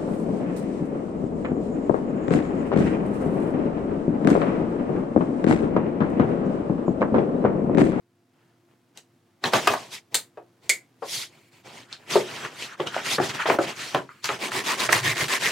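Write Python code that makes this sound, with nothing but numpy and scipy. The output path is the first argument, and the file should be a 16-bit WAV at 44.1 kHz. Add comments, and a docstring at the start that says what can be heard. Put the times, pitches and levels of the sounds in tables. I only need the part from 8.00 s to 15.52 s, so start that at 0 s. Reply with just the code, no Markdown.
"""At a workbench a knife and a ruler are put down, a scored piece of plastic is flexed and snapped off,
a sheet of sandpaper is fetched and spread on a plywood board, and the piece is sanded back and forth.
Blows are noise bursts ringing bench, board or plastic; rubs and sanding are shaped, patchy noise.
A quiet workshop of soft noise and unsteady tones hums behind; its walls answer every knock."""
import sys
import numpy as np
from scipy import signal
from scipy.fft import rfft, irfft, next_fast_len
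from scipy.io import wavfile
from scipy.ndimage import uniform_filter1d, map_coordinates

SR = 44100
rng = np.random.default_rng(int(sys.argv[2]) if len(sys.argv) > 2 else 0)


def wav_out(sig):
    """Save sig, one row per channel (or a flat mono array), as 16-bit PCM at SR to the path in sys.argv[1]."""
    wavfile.write(sys.argv[1], SR, np.round(np.clip(np.atleast_2d(sig).T, -1, 1) * 32767).astype(np.int16))


N = 331543

# the workshop's soft rush: spectrum [f/Hz, level/dB per Hz, relative]; loudness [t/s, level/dB rms]
SHOP_SPECTRUM = [(25, -49), (70, -22), (110, 2.5), (200, 0.5), (260, 4.5), (350, -2), (500, -8), (700, -9),
                 (1000, -10.5), (1600, -13.5), (2500, -17), (5000, -21), (16000, -30)]
SHOP_LEVEL = [(0, -70), (0.401, -66), (3.3, -63), (7.52, -65.5)]
# machine tones, before their wavering: [f/Hz, level/dB rms]
MACHINE_TONES = [(100, -76), (120, -72.5), (171.8, -86.5), (253, -81.5), (346.6, -72), (464.8, -84.5),
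                 (694, -82.5)]
# hands, plastic and paper sliding; around 1.4-1.8 s, the rattle after the tools land:
# [peak t/s, swell t/s, fade t/s, surface hiss level/dB, sheet drag level/dB, wood rumble level/dB]
RUBS = [(0.4, 0.075, 0.23, -81, -72.5, -71), (0.72, 0.047, .04, -80, -71, -66.5),
        (0.976, 0.019, .03, -57, -59, -56), (1.466, 0.025, 0.037, -35.5, -35.5, -28),
        (1.56, .031, 0.039, -28.5, -27, -23.5), (1.63, 0.07, 0.21, -38.5, -44, -37.5),
        (1.72, 0.023, 0.033, -34, -41, -27), (1.939, .025, .042, -36.5, -47.5, -50),
        (2.127, 0.011, .06, -57.5, -59.5, -48), (2.645, 0.024, 0.15, -62.5, -68, -58.5),
        (3.15, 0.071, 0.081, -30, -48, -48), (3.224, 0.057, 0.035, -36.5, -49.5, -55),
        (3.38, 0.27, 0.076, -66, -68, -63), (3.542, 0.021, 0.095, -64, -66.5, -64),
        (3.668, .022, 0.067, -52, -52, -47.5), (3.769, .07, .082, -49.5, -51, -49.5),
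        (3.928, 0.036, 0.041, -54.5, -48.5, -54.5), (4.01, 0.038, 0.096, -67, -60.5, -57.5),
        (4.106, 0.0077, .047, -33, -35.5, -43), (4.14, 0.043, .084, -31, -34.5, -33.5),
        (4.34, 0.13, 0.14, -42.5, -43, -42), (4.448, 0.053, 0.043, -43.5, -39, -41.5),
        (4.54, 0.058, 0.034, -53, -50, -49), (4.628, 0.067, .062, -39, -42.5, -45.5),
        (4.731, 0.074, .03, -53, -44, -54.5), (4.819, .036, 0.054, -48.5, -47, -42),
        (4.873, .013, .027, -42, -35.5, -36.5), (4.965, 0.053, 0.079, -41, -35.5, -39.5),
        (5.068, 0.03, 0.032, -32.5, -33, -41), (5.132, .06, 0.038, -26.5, -33.5, -36),
        (5.25, .045, .04, -33.5, -35.5, -33.5), (5.3, 0.016, 0.029, -36.5, -34.5, -37.5),
        (5.354, 0.025, .035, -38, -36, -37.5), (5.41, .025, 0.051, -39.5, -28, -45.5),
        (5.477, .013, 0.062, -36, -30.5, -33.5), (5.538, 0.055, 0.033, -40, -37, -26),
        (5.635, 0.033, 0.031, -37, -37.5, -36.5), (5.684, 0.022, 0.051, -38.5, -32.5, -36),
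        (5.807, 0.05, 0.16, -38, -41, -45.5), (5.968, 0.039, 0.04, -49.5, -36.5, -38.5),
        (6.15, 0.07, 0.083, -68.5, -62, -75), (6.254, 0.018, 0.072, -35.5, -37.5, -46.5),
        (6.33, 0.035, .05, -39.5, -41, -37.5)]
# the plastic cracking and tapping, before the room:
# [t/s, crack level/dB, knock level/dB, knock f/Hz, nominal contact t/s, left-right level/dB]
SNAPS = [(0.974, -39, -38.5, 4250, .0072, 2.5), (2.144, -11.5, -21.5, 2850, .035, 0.5),
         (2.147, -21, -24.5, 1594, .022, 11.5), (2.153, -12.5, -50.5, 2410, 0.01, -2),
         (2.694, -11, -39.5, 2097, .0073, -1.5), (2.698, -10.5, -26, 2280, .0052, -3.5),
         (6.244, -27, -25, 1150, .011, -1), (6.256, -26.5, -28, 2700, 0.0054, 7.5),
         (6.518, -34.5, -23.5, 1690, 0.022, 0), (6.925, -16.5, -16, 1037, 0.0066, -11),
         (6.929, -15, -13.5, 1710, 0.0078, -11), (7.282, -28.5, -25, 1810, 0.019, 2.5)]
# tools put down on the bench:
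# [t/s, thud level/dB, knock level/dB, knock f/Hz, nominal contact t/s, left-right level/dB]
TOOLS = [(1.438, -19.5, -13.5, 1410, 0.046, 2), (1.454, -23.5, -27.5, 960, .02, -0.5),
         (1.533, -9.5, -6.5, 930, 0.08, -3), (1.672, -13.5, -4.5, 1200, 0.037, 2),
         (1.699, -16, -25.5, 970, 0.027, -2), (1.735, -22.5, -12, 1080, 0.058, 0),
         (2.371, -29, -43, 1260, 0.075, 2.5), (3.021, -23, -31.5, 1175, 0.12, 5.5)]
# the board knocked through the paper: columns as for the tools
KNOCKS = [(4.154, -4.5, -14, 756, 0.09, 1), (4.448, -29.5, -24.5, 1590, .045, 2),
          (4.797, -18.5, -19, 820, 0.064, -1.5), (4.964, -34.5, -16, 840, 0.0067, 0.5),
          (5.182, -11.5, -14.5, 1134, 0.036, 1.5), (5.199, -13, -15, 850, 0.024, 3),
          (5.395, -61.5, -20.5, 1370, 0.064, -2), (5.455, -41, -15, 1097, 0.13, 0),
          (5.486, -15, -41, 2240, 0.039, 5.5), (5.501, -5, -8.5, 864, 0.012, 1),
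          (5.586, -9.5, -11, 880, 0.061, 1), (5.945, -12, -6.5, 815, 0.049, 0),
          (6.29, -22, -17.5, 1170, 0.093, 1.5), (6.889, -23, -14.5, 1243, 0.054, -11)]
# very short dry clicks, the sharp edges of blows and taps, and paper creases:
# [t/s, peak level/dB, f/Hz, left-right level/dB]
CLICKS = [(1.4398, -14, 3240, 6), (1.457, -16.5, 3000, 2.5), (1.5348, -11.5, 2410, 5.5),
          (1.6755, -10.5, 2790, 8.5), (3.927, -23, 3420, 0), (4.3621, -24, 3040, 1), (4.6237, -20, 2856, 4),
          (4.802, -22.5, 1820, 11), (4.871, -18.5, 3205, 6.5), (4.885, -34.5, 4140, 4),
          (4.9436, -20, 1750, 6), (4.979, -28, 1780, 2), (4.9635, -35, 1696, 5.5), (5.3477, -25, 2450, 0.5),
          (5.4613, -16.5, 1640, 3.5), (5.4984, -9, 1730, 5), (5.6427, -32.5, 4860, -3.5),
          (5.6832, -29, 2800, 8), (6.091, -29.5, 1570, 2), (5.9475, -14.5, 2640, 5), (6.2428, -15, 4095, 4),
          (6.2897, -14.5, 1800, 1), (6.8906, -13.5, 1350, -2), (6.9282, -5.5, 1670, 6)]
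# fingers turning the small piece: [start t/s, end t/s, nominal level/dB]
FIDGETS = [(2.617, 2.69, -61.5), (3.306, 3.513, -62.5), (3.506, 3.63, -61), (3.947, 4.08, -65.5),
           (6.086, 6.24, -60.5)]
# the freed piece rings: [t/s, peak level/dB, f/Hz, 60 dB decay t/s]
FREED_RING = [(2.697, -13, 2170, .14)]
# sanding strokes, levels before the speed swing: [start t/s, hiss level/dB, plate level/dB,
# plate f/Hz, plate's low mode level/dB, bench level/dB]
STROKES = [(6.389, -33, -37, 2270, -39, -64), (6.507, -30, -34.5, 1790, -34.5, -46.5),
           (6.635, -27, -36.5, 1870, -30, -53), (6.768, -25.5, -35.5, 2045, -33, -47),
           (6.885, -26, -37.5, 1640, -29.5, -41), (7.02, -25.5, -26.5, 1846, -35, -38.5),
           (7.147, -26, -31, 1880, -48.5, -41), (7.276, -24.5, -33, 1785, -32, -59.5),
           (7.391, -24.5, -29.5, 1870, -44, -47)]

# resonances of bench, board, plastic, turned piece and sanded plate: [f/Hz, width f/Hz, level/dB]
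BENCH_MODES = [(413, 12, 2.5), (710, 80, 1), (1114, 93, -2), (1420, 18, -18.5), (1560, 18, -52.5),
               (2100, 100, -19), (2520, 64, 4), (4220, 100, -24), (5000, 130, -24.5)]
BOARD_MODES = [(376.3, 66, -2.5), (659, 32, -9), (854, 23, -19), (1330, 29, -10.5), (1700, 29, -17.5),
               (1820, 54, -15), (2520, 29, -20)]
BOARD_LOWEST_MODE = [(136, 27, 2)]  # rung by knocks only
PLASTIC_MODES = [(2020, 120, -4), (4230, 400, 1.5), (7600, 2300, 5)]
PIECE_MODES = [(2300, 420, 6.5), (4300, 300, -3), (7160, 610, -6.5)]
PLATE_LOW_MODE = [(1084, 150, -3)]

# friction colours: airy fizz down to the whole bench shaking, then grit: [f/Hz, level/dB per Hz, relative]
FIZZ_SPECTRUM = [(7000, -23), (9000, 3.5), (12000, 0.5), (15000, -12), (16000, -14)]
HISS_SPECTRUM = [(2200, -31.5), (3300, 4), (4500, 3), (7000, -1.5), (9000, -7), (11000, -33.5)]
SCRAPE_SPECTRUM = [(1300, -37), (1900, 1.5), (2300, 1.5), (3200, 0), (4500, -41.5)]
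DRAG_SPECTRUM = [(550, -31.5), (900, 0), (1300, 7), (1800, 6), (2600, -36)]
RUMBLE_SPECTRUM = [(40, -41.5), (80, -22.5), (125, -9), (200, 1.5), (370, -1), (650, 0), (1000, 0.5),
                   (1500, -32.5)]
SHAKE_SPECTRUM = [(50, -23.5), (85, -13), (125, 1), (160, -4.5), (230, -38.5)]
GRIT_SPECTRUM = [(350, -52), (600, -4.5), (717, -31), (790, -15), (1070, -3.5), (1260, -5.5), (1850, -0.5),
                 (2990, -3), (8620, -12.5), (14700, -26.5), (16000, -36)]

# stereo width: [f/Hz, left-right correlation]
LIKENESS = [(60, 1), (240, 0.91), (950, 0.64), (3770, 0.69), (15000, 0.46)]
# room decay: [f/Hz, 60 dB decay t/s]
WALL_DECAY = [(100, 0.52), (260, 0.25), (700, 0.19), (1840, 0.18), (4850, 0.15), (12800, 0.17)]

FIZZ_DB, FIZZ_GROWS = -53.5, 1.15  # fizz beside hiss and drag of -40 dB; dB of fizz per dB of hiss
FIZZ_LIGHT = 0.18  # a light brush, with more hiss than drag, fizzes more: dB per dB
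SCRAPE_FOLLOWS_HISS, SCRAPE_DB = 0.52, 0.85  # the scrape lies between drag and hiss: share, lift in dB
SHAKE_DB, SHAKE_GROWS = -41.5, 0.75  # shake beside a rumble of -30 dB; dB of shake per dB of rumble
RUB_EDGE_DB, RUB_ROUND = 11, 1.79  # drop one swell or fade away from the peak; roundness of the top
BENCH_THUD_HZ, BOARD_THUD_HZ, PLASTIC_THUD_HZ = 520, 406, 530
BENCH_CRACK_DB, BOARD_CRACK_DB = -33.5, -45.5  # the crack beside a knock of -15 dB
CRACK_GROWS = 1.6  # harder blows crack more: dB of crack per dB of knock
PLASTIC_THUD_DB = -17.5  # thud relative to crack
SANDED_BOARD_DB = -38  # before the speed swing
LAST_TURN = 7.53  # s, end of the last stroke
TOP_HZ = 15900


def amp(db):
    """Decibels to amplitude."""
    return 10 ** (np.asarray(db) / 20)


def unit(x):
    """Scales x to rms 1."""
    return x / np.sqrt(np.mean(x ** 2) + 1e-20)


def along(points, hz):
    """Reads (Hz, value) points on a log frequency axis."""
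    f, value = np.transpose(points)
    return np.interp(np.log(hz + 1), np.log(f + 1), value)


def wobble(rate):
    """A smooth random curve, rate knots a second."""
    knots = rng.standard_normal(int(N * rate / SR) + 4)
    return map_coordinates(knots, [np.arange(N) * rate / SR])


def filtered(x, response):
    """Filters x by a complex response of frequency."""
    n = x.shape[-1]
    m = next_fast_len(n + 8192)
    return irfft(rfft(x, m) * response(np.fft.rfftfreq(m, 1 / SR)), m)[..., :n]


def modes(table, between_db):
    """Causal resonances over a flat response."""
    def response(f):
        rings = sum(amp(db) * 1j * f * w / (c * c - f * f + 1j * f * w) for c, w, db in table)
        return amp(between_db) + rings
    return response


def band(hz, width):
    """A steep causal band: one resonance applied twice, width as a share of its pitch."""
    return lambda f: modes([(hz, width * hz, 0)], between_db=-120)(f) ** 2


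def stereo(pair, spectrum):
    """Two unrelated signals, coloured, then mixed as mid and side to the tabled left-right likeness."""
    def response(hz):
        angle = np.arccos(np.clip(along(LIKENESS, hz), -1, 1)) / 2
        return amp(along(spectrum, hz)) * [np.cos(angle), np.sin(angle)]
    mid, side = filtered(pair, response)
    return np.array([mid + side, mid - side])


def rush(spectrum, grain_db, patchy_db):
    """Stereo friction noise of rms 1: grains of uneven size, in patches of random gain."""
    grains = rng.standard_normal((2, N)) * amp(grain_db * wobble(900))
    z = signal.stft(grains, nperseg=256)[2]
    field = rng.standard_normal(z.shape[1:])
    field = uniform_filter1d(field, size=4, axis=0)  # patches spread over frequency
    field = uniform_filter1d(field, size=6, axis=1)  # and over time
    patchy = signal.istft(z * amp(patchy_db * unit(field)), nperseg=256)[1][:, :N]
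    return unit(stereo(patchy, spectrum))


def walls(x):
    """A fresh room tail; each frequency dies at its own speed."""
    noise = stereo(rng.standard_normal((2, len(x))), [(1, 0)])
    hz, t, z = signal.stft(noise, SR, nperseg=256)
    decay = amp(-60 * t / along(WALL_DECAY, hz)[:, None])
    tail = signal.istft(z * decay, SR, nperseg=256)[1]
    return signal.fftconvolve(x[None], tail / np.linalg.norm(tail[0]), axes=1)[:, :len(x)]


def add(out, s, sound, pan_db, room_db):
    """Adds a panned sound and its room tail at time s."""
    start = round(s * SR)
    panned = sound * amp([[pan_db / 2], [-pan_db / 2]])
    out[:, start:start + len(sound)] += panned + amp(room_db) * walls(sound)


def blows(table, body, thud_hz, soft, room_db):
    """Each blow is a rattling contact that rings the body: low thud, pitched knock and bright crack."""
    out, t = np.zeros((2, N + SR)), np.arange(SR // 2) / SR
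    thud_part = band(thud_hz, 1.04)
    crack_part = lambda f: (1j * f / (1j * f + 2500)) ** 2 / (1 + 1j * f / 6000) ** 2
    for s, thud_db, knock_db, crack_db, knock_hz, contact, pan_db in table:
        knock_part = lambda f: band(knock_hz, 1.2)(f) / (1 + 1j * f / (2 * knock_hz)) ** 2
        # colour, level, and how long it lasts relative to the nominal contact
        parts = [(thud_part, thud_db, 1.05), (knock_part, knock_db, .95), (crack_part, crack_db, .6)]
        sound = 0
        for colour, part_db, last in parts:
            push = rng.standard_normal(len(t)) * amp(-60 * t / (max(contact, .003) * last))
            push *= 1 - np.exp(-t / soft)  # a yielding contact builds up over a moment
            part = filtered(push, lambda f: colour(f) * body(f))
            onset_rms = np.linalg.norm(part[:400]) / 20
            sound = sound + amp(part_db) * part / (3 * onset_rms)
        add(out, s, sound, pan_db, room_db)
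    return out[:, :N]


def with_crack(table, crack_db):
    """Blows on wood crack more steeply as the knock gets harder."""
    rows = []
    for s, thud_db, knock_db, *rest in table:
        rows.append((s, thud_db, knock_db, crack_db + CRACK_GROWS * (knock_db + 15), *rest))
    return rows


def shop():
    """Far machines fill the room with a soft rush and slightly unsteady tones."""
    s, level_db = np.transpose(SHOP_LEVEL)
    t = np.arange(N) / SR
    hum = 0
    for hz, db in MACHINE_TONES:
        level = np.sqrt(2) * amp(db + 2.3 * wobble(12.0))
        hum = hum + level * np.sin(2 * np.pi * hz * t + 0.85 * wobble(3.3))
    return amp(np.interp(t, s, level_db)) * rush(SHOP_SPECTRUM, grain_db=-1.5, patchy_db=0.1) + hum


def rubs_and_rattle():
    """Noise swells and fades: fizz and hiss on the surface, scrape and drag in the sheet, rumbling wood."""
    t, power = np.arange(N) / SR, np.zeros((6, N))
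    for s, rise, fall, hiss_db, drag_db, rumble_db in RUBS:
        fizz_db = FIZZ_DB + FIZZ_GROWS * (hiss_db + 40) + FIZZ_LIGHT * (hiss_db - drag_db)
        scrape_db = drag_db + SCRAPE_FOLLOWS_HISS * (hiss_db - drag_db) + SCRAPE_DB
        shake_db = SHAKE_DB + SHAKE_GROWS * (rumble_db + 30)
        levels_db = np.c_[[fizz_db, hiss_db, scrape_db, drag_db, rumble_db, shake_db]]
        a, b = round((s - 4 * rise) * SR), round((s + 4 * fall) * SR)
        away = (t[a:b] - s) / np.where(t[a:b] < s, rise, fall)
        power[:, a:b] += amp(levels_db - RUB_EDGE_DB * np.abs(away) ** RUB_ROUND) ** 2
    fizz, hiss, scrape, drag, rumble, shake = np.sqrt(power)
    wood = filtered(rush(RUMBLE_SPECTRUM, grain_db=-1.5, patchy_db=0.0), modes(BOARD_MODES, between_db=-1))
    surface = fizz * rush(FIZZ_SPECTRUM, grain_db=2.0, patchy_db=-1.0)
    surface += hiss * rush(HISS_SPECTRUM, grain_db=-1.0, patchy_db=2.5)
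    sheet = scrape * rush(SCRAPE_SPECTRUM, grain_db=-2, patchy_db=2.0)
    sheet += drag * rush(DRAG_SPECTRUM, grain_db=0.5, patchy_db=3.5)
    bench = shake * rush(SHAKE_SPECTRUM, grain_db=2.5, patchy_db=-2.0)
    return surface + sheet + rumble * unit(wood) + bench


def plastic_snaps():
    """Hard plastic cracks and taps: an abrupt contact, with a thud that follows the crack's level."""
    rows = [(s, crack + PLASTIC_THUD_DB, knock, crack, *rest) for s, crack, knock, *rest in SNAPS]
    return blows(rows, modes(PLASTIC_MODES, between_db=0), PLASTIC_THUD_HZ, soft=0.00029, room_db=0.5)


def tools_put_down():
    """Knife and ruler strike the bench and ring its modes."""
    rows = with_crack(TOOLS, BENCH_CRACK_DB)
    return blows(rows, modes(BENCH_MODES, between_db=0.0), BENCH_THUD_HZ, soft=0.0021, room_db=-3.0)


def clicks():
    """Sharp edges of blows and taps, and paper creases: very short dry bursts in a band, with room."""
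    out, t = np.zeros((2, N + SR)), np.arange(SR // 3) / SR
    for s, db, hz, pan_db in CLICKS:
        burst = rng.standard_normal(len(t)) * amp(-60 * t / .006) * (1 - np.exp(-t / .0004))
        click = filtered(burst, lambda f: band(hz, 1.3)(f) ** 2)
        add(out, s, amp(db) * click / np.abs(click).max(), pan_db, room_db=1)
    return out[:, :N]


def fidget():
    """Skin slipping on the piece stirs its few modes, unevenly."""
    t = np.arange(N) / SR
    touch = 0
    for start, end, db in FIDGETS:
        touch = touch + amp(db) * np.clip(np.minimum(t - start, end - t) / .02, 0, 1)
    skin = rush([(600, 0), (9000, 0)], grain_db=1.5, patchy_db=2.5)
    piece = unit(filtered(skin, modes(PIECE_MODES, between_db=-18)))
    return touch * amp(1.2 * wobble(30)) * piece


def ring():
    """One wavering mode of the piece that has just come free."""
    out, t = np.zeros((2, N + SR)), np.arange(SR // 2) / SR
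    for s, db, hz, t60 in FREED_RING:
        mode = np.sin(2 * np.pi * hz * t + 1.5 * wobble(200)[:len(t)])
        add(out, s, amp(db - 60 * t / t60) * mode, pan_db=-.8, room_db=-8)
    return out[:, :N]


def board_knocks():
    """Knocks through the paper ring the plywood board, down to its lowest mode."""
    rows = with_crack(KNOCKS, BOARD_CRACK_DB)
    body = modes([*BOARD_MODES, *BOARD_LOWEST_MODE], between_db=-5.5)
    return blows(rows, body, BOARD_THUD_HZ, soft=0.00091, room_db=-2.5)


def sanding():
    """The edge speeds up and slows in every stroke; grit hisses, rings the plate, drums board and bench."""
    grit = rush(GRIT_SPECTRUM, grain_db=2.6, patchy_db=2.2)
    pluck = rush([(600, 0), (4000, 0)], grain_db=2.2, patchy_db=3)
    drumming = rush(RUMBLE_SPECTRUM, grain_db=1.8, patchy_db=1.5)
    wood = unit(filtered(drumming, modes(BOARD_MODES, between_db=-9)))
    bench = rush(SHAKE_SPECTRUM, grain_db=2, patchy_db=3)
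    out = np.zeros((2, N))
    turns = [round(row[0] * SR) for row in STROKES] + [round(LAST_TURN * SR)]
    for a, end, (s, hiss_db, plate_db, plate_hz, low_db, bench_db) in zip(turns, turns[1:], STROKES):
        b = min(end, N)
        speed = np.abs(np.sin(np.pi * np.arange(b - a) / (end - a)))
        rung = lambda table: unit(filtered(pluck[:, a:b], modes(table, between_db=-40)))
        plate = amp(plate_db) * rung([(plate_hz, 120, 0), (1.1 * plate_hz, 90, -4)])
        plate += amp(low_db) * rung(PLATE_LOW_MODE)
        under = amp(SANDED_BOARD_DB) * wood[:, a:b] + amp(bench_db) * bench[:, a:b]
        out[:, a:b] += amp(hiss_db) * (0.223 + speed ** 1.4) * grit[:, a:b]
        out[:, a:b] += (0.072 + speed ** 1.2) * plate
        out[:, a:b] += (0.65 + speed ** 1.9) * under
    return out


def scene():
    """Sums the room tone, the handling, the blows and the sanding."""
    handling = rubs_and_rattle() + fidget()
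    struck = plastic_snaps() + tools_put_down() + clicks() + ring() + board_knocks()
    return shop() + handling + struck + sanding()


def record(dry):
    """The microphone drops the deep bass, saturates softly and keeps nothing above its band limit."""
    x = filtered(dry, lambda hz: (1j * hz / (1j * hz + 45)) ** 2)
    x = x / (1 + np.abs(x / .9) ** 4) ** (1 / 4)
    return filtered(x, lambda hz: hz < TOP_HZ)


dry = scene()
out = record(dry)
wav_out(out)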